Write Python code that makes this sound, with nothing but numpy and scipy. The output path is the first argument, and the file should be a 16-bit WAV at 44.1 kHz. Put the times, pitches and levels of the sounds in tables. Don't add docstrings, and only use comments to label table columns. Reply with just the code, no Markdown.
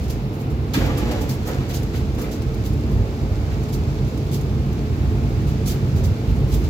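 import sys
import numpy as np
from scipy import signal
from scipy.fft import rfft, irfft
from scipy.io import wavfile
from scipy.ndimage import uniform_filter1d

SR = 44100
rng = np.random.default_rng(int(sys.argv[2]) if len(sys.argv) > 2 else 0)


def transcribe(u):
    v = np.clip(np.atleast_2d(u).T, -1, 1)
    q = np.round(v * 32767).astype(np.int16)
    wavfile.write(sys.argv[1], SR, q)


def gain_from_decibels(decibels):
    exponent = np.asarray(decibels, float) / 20
    return 10 ** exponent


N = 295029
T = np.arange(N) / SR
HZ = np.maximum(np.arange(N // 2 + 1) * SR / N, 1)


def level(x, db=0):
    return x * gain_from_decibels(db) / np.sqrt(np.mean(x ** 2))


def along(table, col=1):
    table = np.array(table, float)
    return np.interp(np.log(HZ), np.log(table[:, 0]), table[:, col])


def colour(x, table):
    return level(irfft(rfft(x) * gain_from_decibels(along(table)), N))


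def walk(rate_hz):
    hold = int(SR / rate_hz)
    steps = np.repeat(rng.standard_normal(N // hold + 1), hold)
    v = uniform_filter1d(uniform_filter1d(steps, hold), hold)[:N]
    return (v - v.mean()) / v.std()


def grains(spread_db):
    return rng.standard_normal((2, N)) * gain_from_decibels(spread_db * rng.exponential(size=(2, N)))


def ports(pair, share, lag_s=0.000476):
    late = irfft(rfft(pair[0]) * np.exp(-2j * np.pi * HZ * lag_s), N)
    return np.array([pair[0], share * late + np.sqrt(1 - share ** 2) * pair[1]])


# f/Hz, density/dB per Hz
AIR_RUSH = [(20, -45), (31, -31), (38, -18), (50, -3.5), (140, -4), (175, -13.5), (240, -13.5),
            (400, -19.5), (520, -25), (1100, -38), (1900, -40), (2300, -36), (4700, -48.5), (8000, -53.5),
            (16000, -45)]
# f/Hz, width/Hz, level/dB
DUCT_MODES = [(53.2, 13.3, 5), (78.4, 20, 2), (103.8, 15.5, 5), (134.5, 16.7, 6), (69.5, 6, 0.5),
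              (115, 16, -6.5), (172, 5.2, 3), (187, 10, -2.5), (194.2, 10, 11.5), (282, 33, 2),
              (205, 17, 4), (233.3, 26.5, 7.5), (260.2, 7.6, -6), (253, 13, -5.5), (311.6, 35, 4),
              (346, 8.4, 3), (380, 13, 5.5), (408, 24, -1), (403, 8.8, 3), (441, 6.3, 4), (450, 20, 5.5),
              (478, 13, 1), (595, 13, -2), (705, 71, 2.5), (796, 19, 6.5), (856, 19, 6.5),
              (2320, 280, -0.5)]
# f/Hz, correlation/1, left lead/rad
PORT_LIKENESS = [(40, 0.92, 0.53), (70, 1, 0.42), (130, 0.98, 0.21), (290, 0.99, 0.24), (443, 0.91, 0.31),
                 (517, 0.93, 0.35), (680, 0.51, 0.15), (815, 0.2, 0.64), (1090, 0.035, 2.7),
                 (1400, 0.31, 3.9), (2170, 0.066, 4.86), (16000, .03, 7.2)]
# t/s, level/dB
LOW_RUSH_LEVEL = [(0.0, -22), (0.3, -27), (1.08, -16.5), (1.15, -22.5), (2.16, -22), (2.29, -31.5),
                  (2.38, -24), (2.91, -20.5), (2.94, -15), (3.13, -26), (3.56, -20), (4.08, -23.5),
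                  (5.5, -18), (5.7, -24.5), (6.09, -14), (6.2, -30.5), (6.28, -17.5), (6.69, -19.5)]
OCTAVE_SHARES = (0.4, 0.92, 0.097)


def air_in_duct():
    lift = 1 + sum((gain_from_decibels(db) - 1) / (1 + (2 * (HZ - hz) / width) ** 2) for hz, width, db in DUCT_MODES)
    alike = np.clip(along(PORT_LIKENESS), -.999, .999)
    noise = rfft(rng.standard_normal((2, N))) * gain_from_decibels(along(AIR_RUSH)) * lift
    mid, side = noise * np.sqrt([1 + alike, 1 - alike])
    right_lag = np.exp(-1j * along(PORT_LIKENESS, col=2))
    pair = np.array([mid + side, (mid - side) * right_lag])
    s, db = np.transpose(LOW_RUSH_LEVEL)
    low_rush_db = np.interp(T, s, db - db.mean())
    wavers = [share * low_rush_db + 0.5 * walk(3.45) for share in OCTAVE_SHARES] + [0] * 6
    common_db = 0.15 * walk(0.19) + 0.13 * (T - T.mean())
    rush = 0
    for octave, waver_db in enumerate(wavers):
        part = np.clip(1 - np.abs(np.log2(np.maximum(HZ, 50) / 50) - octave), 0, 1)
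        flicker_db = 0.6 * walk(6)
        rush = rush + irfft(pair * np.sqrt(part), N) * gain_from_decibels(waver_db + common_db + flicker_db)
    return level(rush, -20)


# f/Hz, wander/Hz, level/dB rms
BLADE_TONES = [
    (427.7, 1.1, -43),
    (100.4, 1.5, -35),
    (1069, 2, -68),
]


def blade_whine():
    whine = 0
    for hz, wander_hz, db in BLADE_TONES:
        loudness = np.sqrt(2) * gain_from_decibels(db + 1.2 * walk(5.38))
        phase = 2 * np.pi * np.cumsum(hz + wander_hz * walk(4)) / SR
        whine = whine + loudness * np.sin(phase)
    return whine


def hood():
    return air_in_duct() + blade_whine()


# f/Hz, density/dB per Hz
RATTLE_COLOUR = [(900, -26), (1300, 0), (1600, 3.5), (2400, 5.5), (3600, -1), (5000, -11.5), (7500, -16),
                 (9500, -37)]
# f/Hz, density/dB per Hz
BODY_COLOUR = [(330, -8.5), (480, 12.5), (600, 2.5), (700, 2.5), (850, -3), (1150, -6.5), (1600, -37)]
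# f/Hz, density/dB per Hz
BOOM_COLOUR = [(150, -23), (220, -3), (280, 14), (350, -2), (480, -22)]
# t/s, rattle level/dB, settling/dB per s, body over rattle/dB
LOAD_SHOVES = [(0.733, -31.5, 130, -8), (.77, -40, 60, 1), (.8, -36.5, 65, 6), (.855, -45, 115, 10),
               (.91, -45.5, 50, 3), (.97, -39.5, 43, 1), (1.05, -42.5, 50, 9), (1.085, -44, 60, 6),
               (1.11, -44, 105, 4), (1.17, -50, 40, 4), (1.27, -52, 30, 3), (1.43, -51, 40, 3),
               (1.455, -42, 60, 4), (1.478, -45, 90, 10), (1.605, -44, 250, -1), (1.69, -45, 72, 4),
               (1.93, -43, 150, 3), (2.17, -45, 53, 6), (3.5, -47, 130, -8), (5.66, -48, 40, -6),
               (5.85, -54, 30, 8), (6.2, -54, 44, 3)]
LOAD_RISES = (0.017, 0.011, 0.0058)


def bin_load():
    power = np.zeros((3, N))
    rise = np.array(LOAD_RISES)[:, None]
    boom_over_db = 6.5
    for s, db, settle_db, body_db in LOAD_SHOVES:
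        i = slice(int(s * SR), int(s * SR) + SR)
        t = T[i] - s
        peak_db = db + np.array([[0], [body_db], [boom_over_db]])
        fall_db = settle_db * np.maximum(t - rise, 0)
        power[:, i] += (np.minimum(t / rise, 1) * gain_from_decibels(peak_db - fall_db)) ** 2
    out = 0
    colours, shares = (RATTLE_COLOUR, BODY_COLOUR, BOOM_COLOUR), (.3, .7, .95)
    for table, share, gain in zip(colours, shares, np.sqrt(power)):
        pieces = ports(colour(grains(2.6), table), share, lag_s=0.00016)
        out = out + pieces * gain * gain_from_decibels(0.21 * walk(40.74))
    return out


def ring(hz, db, t60_s, rise_s, phase):
    t = T[:SR // 4]
    return gain_from_decibels(db - 60 * t / t60_s) * np.clip(t / rise_s, 0, 1) * np.sin(2 * np.pi * hz * t + phase)


def add(out, s, sound):
    i = int(s * SR)
    out[:, i:i + sound.shape[1]] += sound[:, :N - i]


# f/Hz, level/dB, t60/s
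BIN_MODES = [(199, 1, 0.085), (282, 3.5, 0.066), (350, 1.5, 0.16), (453, -2.5, 0.14), (540, -4, 0.11),
             (581, -10, 0.1), (740, -10, 0.076), (840, -4, 0.17), (1150, -2, 0.055), (1270, -10, 0.28),
             (1500, -22, .07), (1600, -7.5, 0.1), (2060, -5, 0.054), (2340, -5, 0.07), (2900, -29, .06),
             (3540, -12, .05)]
# t/s, level/dB, rise/s, brightness/dB per octave
BIN_BLOWS = [(0.738, -41, 0.0034, 5), (.752, -42, .004, 10.5), (.772, -32, 0.0067, -12),
             (0.806, -39, 0.0046, 0), (.855, -38, 0.0072, 2), (0.896, -34, 0.008, 2.5),
             (0.972, -45, 0.0039, 2), (1.023, -30.5, 0.007, -9.5), (1.108, -35, 0.014, -5),
             (1.14, -35, 0.008, -6), (1.202, -37.5, 0.0083, -12), (1.466, -39, 0.015, -10),
             (1.495, -37, 0.013, -11), (2.184, -40, .004, 1), (2.24, -46, .005, 6.5)]


def blows():
    out = np.zeros((2, N))
    chance = rng.standard_normal((len(BIN_BLOWS), len(BIN_MODES), 4))
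    for (s, db, rise_s, bright_db), row in zip(BIN_BLOWS, chance):
        for (hz, mode_db, t60_s), (size, pitch, left, right) in zip(BIN_MODES, row):
            phase = 3 * left + min(hz / 1200, 1) * np.array([[0], [2 * right]])
            struck_db = db + mode_db + bright_db * np.log2(hz / 600) + 1.8 * size
            add(out, s, ring(hz * (1 + .012 * pitch), struck_db, t60_s, rise_s, phase))
    return out


# t/s, f/Hz, level/dB, t60/s
SINGING_PANELS = [(.76, 282, -17, .3), (.8, 279, -16.5, 0.15), (.825, 336, -22, 0.18), (.74, 917, -33, .12),
                  (1.02, 236, -22, 0.17), (.96, 484, -33, 0.33), (1.1, 310, -21, 0.11),
                  (.742, 1600, -34, .12), (.745, 1480, -39, 0.1), (.75, 3330, -38, .08),
                  (.752, 2340, -34, .08), (.81, 520, -33, .3), (.862, 842, -36.5, 0.23),
                  (.89, 1190, -37, 0.074), (.89, 264, -16, 0.1), (.98, 1180, -36, 0.11),
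                  (1.01, 852, -31, 0.1), (1.105, 834, -33, .3), (1.105, 740, -34, .25),
                  (1.12, 581, -29, 0.38), (1.135, 450, -33, .12), (1.21, 850, -36, 0.2),
                  (1.47, 1273, -42, .2), (1.48, 1424, -41, .2), (1.605, 1250, -39, 0.12)]


def panels():
    out = np.zeros((2, N))
    lag_s = 0.00018
    for s, hz, db, t60_s in SINGING_PANELS:
        add(out, s, ring(hz, db, t60_s, 0.0078, np.array([[0], [-2 * np.pi * hz * lag_s]])))
    return out


# t/s, f/Hz, level/dB, t60/s
SMALL_CLINKS = [(.976, 4800, -40, .06), (.977, 7500, -45, .06), (1.545, 6800, -42, .03),
                (1.546, 4800, -46, .05), (1.43, 3300, -43, .03), (1.465, 6600, -45, .05),
                (1.53, 4400, -47, .06), (5.662, 14800, -42, .02), (5.679, 14800, -39, .02),
                (5.679, 11300, -42, .02), (5.688, 6000, -42, .025), (5.698, 6500, -42, .025),
                (5.697, 14800, -41, .03), (5.709, 6500, -42, .025), (5.71, 4800, -42, .04),
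                (4.315, 6500, -45, .03), (4.089, 6500, -47, .02), (4.412, 6500, -47, .02),
                (.738, 7600, -36, .06), (.745, 7100, -39, .06), (3.73, 5600, -45, .04),
                (6.52, 5500, -45, .03), (6.545, 3400, -45, .03), (1.755, 6600, -45, .06),
                (.752, 5700, -38, .03), (.766, 3300, -36, .03), (.76, 1700, -33, .05),
                (1.75, 4100, -46, .07), (3.988, 3500, -38, .02), (3.988, 4200, -41, .015),
                (3.987, 2700, -42, .015), (4.268, 3400, -39, .02), (4.268, 4200, -42, .015),
                (4.268, 5600, -46, .015), (4.34, 4050, -42, .04), (2.318, 3500, -43, .04),
                (2.335, 4000, -44, .03), (6.53, 4000, -43, .04), (3.73, 7500, -44, .04),
                (2.15, 6640, -51, 0.034), (3.687, 7500, -49, .05)]


def clinks():
    out = np.zeros((2, N))
    for s, hz, db, t60_s in SMALL_CLINKS:
        add(out, s, ring(hz, db, t60_s, 0.00051, np.array([[0], [1.2]])))
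    return out


# f/Hz, density/dB per Hz
WRAP_TOP_COLOUR = [(2000, -12), (3200, -3), (4200, -4.5), (6500, 0), (10000, 3), (16000, 5)]
# f/Hz, density/dB per Hz
WRAP_LOW_COLOUR = [(900, -11), (1500, -8.5), (2200, 2), (3000, 5), (4000, 2), (6500, -4.5)]
# t/s, peak level/dB, fall/s, lower part/dB
WRAP_FOLDS = [(.029, -52, 0.026, -10), (.098, -41, 0.022, -4), (.736, -37.5, 0.025, 4.5),
              (.765, -48.5, 0.072, 4), (.973, -38.5, 0.024, -10), (1.11, -42.5, 0.02, -0.5),
              (1.209, -42, 0.024, -9), (1.289, -39.5, 0.029, -6), (1.318, -49, .025, -8),
              (2.215, -46, .026, -8), (2.313, -44, 0.036, -6), (2.647, -43, 0.032, -7),
              (2.911, -52.5, .021, -9), (3.685, -52, 0.025, -2), (3.724, -42.5, 0.029, -11),
              (5.414, -56, .016, -5), (5.468, -49, 0.038, 0), (5.87, -59, .024, -1),
              (6.037, -41.5, 0.03, -5), (6.635, -49.5, 0.028, -1), (.5, -56, 0.026, -12),
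              (.85, -50, 0.023, -6)]
# t/s, peak level/dB, rise/s, lower part/dB
WRAP_SQUEEZES = [(.32, -54, .02, -11), (.386, -53.5, .02, -14), (1.455, -40.5, 0.021, -13),
                 (1.685, -44, 0.02, 0.5), (1.73, -38.5, 0.025, -6), (1.933, -49, 0.033, 3.5),
                 (2.175, -45, 0.019, -12), (3.502, -60, 0.034, 6), (4.06, -55, 0.02, -10),
                 (4.312, -47.5, .006, -4), (4.325, -41.5, 0.021, -4), (5.657, -40, .006, -10),
                 (5.672, -37.5, 0.017, -9), (5.698, -48, 0.013, -1), (5.952, -47, 0.018, -4),
                 (6.248, -57, 0.056, 7), (6.34, -56, .03, -10), (6.47, -48, 0.038, -10),
                 (6.515, -41, 0.025, -4)]
# t/s, peak level/dB
WRAP_TICKS = [(.08, -51), (1.079, -53), (1.429, -52), (1.512, -52), (1.544, -53), (1.83, -46), (2.148, -50),
              (2.359, -58), (2.42, -50), (2.543, -50), (2.733, -52), (3.634, -52), (4.175, -48),
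              (4.265, -58), (4.41, -52), (4.727, -51), (5.291, -53)]


def wrap():
    top, low = np.zeros((2, N)), np.zeros((2, N))
    # t/s, peak level/dB, rise/s, fall/s, lower part/dB, snap/1
    rows = [(s, db, 0.29 * fall, fall, low_db, 0.3) for s, db, fall, low_db in WRAP_FOLDS]
    rows += [(s, db, rise, 0.033, low_db, 0) for s, db, rise, low_db in WRAP_SQUEEZES]
    rows += [(s, db, 0.0033, 0.0076, -7, 0.45) for s, db in WRAP_TICKS]
    pans_db = 1.0 * rng.standard_normal(len(rows))
    for (s, db, rise, fall, low_db, snap), pan_db in zip(rows, pans_db):
        i = slice(int(max(s - .005, 0) * SR), int((s + rise + 6 * fall) * SR))
        t = T[i] - s
        swell = 0.7 if snap else 0.75
        up = np.clip((t + 0.0014) / (rise + 0.0011), 0, 1) ** swell
        shape = up * gain_from_decibels(-9 * (np.maximum(t - rise, 0) / fall) ** 1.43)
        shape = shape + snap * (t > 0) * np.exp(-np.abs(t) / 0.0056)
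        side = gain_from_decibels(np.array([[pan_db + 8.5], [-pan_db + 5.0]]) / 2)
        top[:, i] += gain_from_decibels(db + 5.0) * shape * side
        low[:, i] += gain_from_decibels(db + low_db) * shape * side
    crackle = gain_from_decibels(1.4 * walk(150))
    film = rfft(ports(colour(grains(1.5), WRAP_TOP_COLOUR), 0.17))
    bright = 0
    for hz in (3520, 5000, 6950, 10400, 14500):
        band = np.exp(-(np.log2(HZ / hz) / 0.37) ** 2)
        bright = bright + irfft(film * band, N) * gain_from_decibels(1.6 * walk(80))
    dull = ports(colour(grains(1.0), WRAP_LOW_COLOUR), 0.21)
    return crackle * (level(bright) * top + dull * low)


# t/s, level/dB
SIZZLE_LEVEL = [(0.0, -52), (0.13, -53), (0.47, -76), (0.76, -51), (0.93, -53), (1.19, -48.5), (1.3, -51),
                (2.29, -52.5), (2.48, -53.5), (3.93, -51), (4.4, -53), (5.63, -52), (6.17, -52), (6.3, -55),
                (6.52, -52), (6.69, -49)]
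# f/Hz, density/dB per Hz
SIZZLE_COLOUR = [(1500, -9), (3500, 9), (6500, 8), (16000, 2)]


def sizzle():
    s, db = np.transpose(SIZZLE_LEVEL)
    hiss = ports(colour(grains(2.7), SIZZLE_COLOUR), 0.21)
    return hiss * gain_from_decibels(np.interp(T, s, db) + 0.34 * walk(23.5) + 3)


def room(x):
    t60_s, wash_db = 0.31, -11
    t = T[:SR]
    tail = rng.standard_normal((2, SR)) * gain_from_decibels(-60 * t / t60_s) * (t > .006)
    tail = tail / np.sqrt(np.sum(tail ** 2, axis=1, keepdims=True))
    return x + gain_from_decibels(wash_db) * signal.fftconvolve(x, tail, axes=1)[:, :N]


def scene():
    cook = wrap() + bin_load() + blows() + panels() + clinks()
    return hood() + sizzle() + room(cook)


def top_cut(x):
    return signal.sosfilt(signal.butter(12, 17000, fs=SR, output="sos"), x)


# f/Hz, mid level/dB, left minus right/dB
MIC_COLOUR = [(59, 0.5, -2.5), (207, -1.5, -0.5), (640, 2, -3.5), (1300, 6, 1), (2400, -0.5, 1),
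              (4700, 3, -2), (7570, -1.5, -5.5), (8480, -9.5, 1), (10300, -8.5, -3.5), (12200, -6.5, -9),
              (14400, -8, -4.5), (14900, -4.5, -9), (15800, -9, 1)]


def record(dry):
    half_each = np.array([[.5], [-.5]])
    gain = gain_from_decibels(along(MIC_COLOUR) + half_each * along(MIC_COLOUR, col=2)) * (HZ < 15870)
    mix = irfft(rfft(dry) * gain, N)
    return top_cut(mix)


dry = scene()
out = record(dry)
transcribe(out)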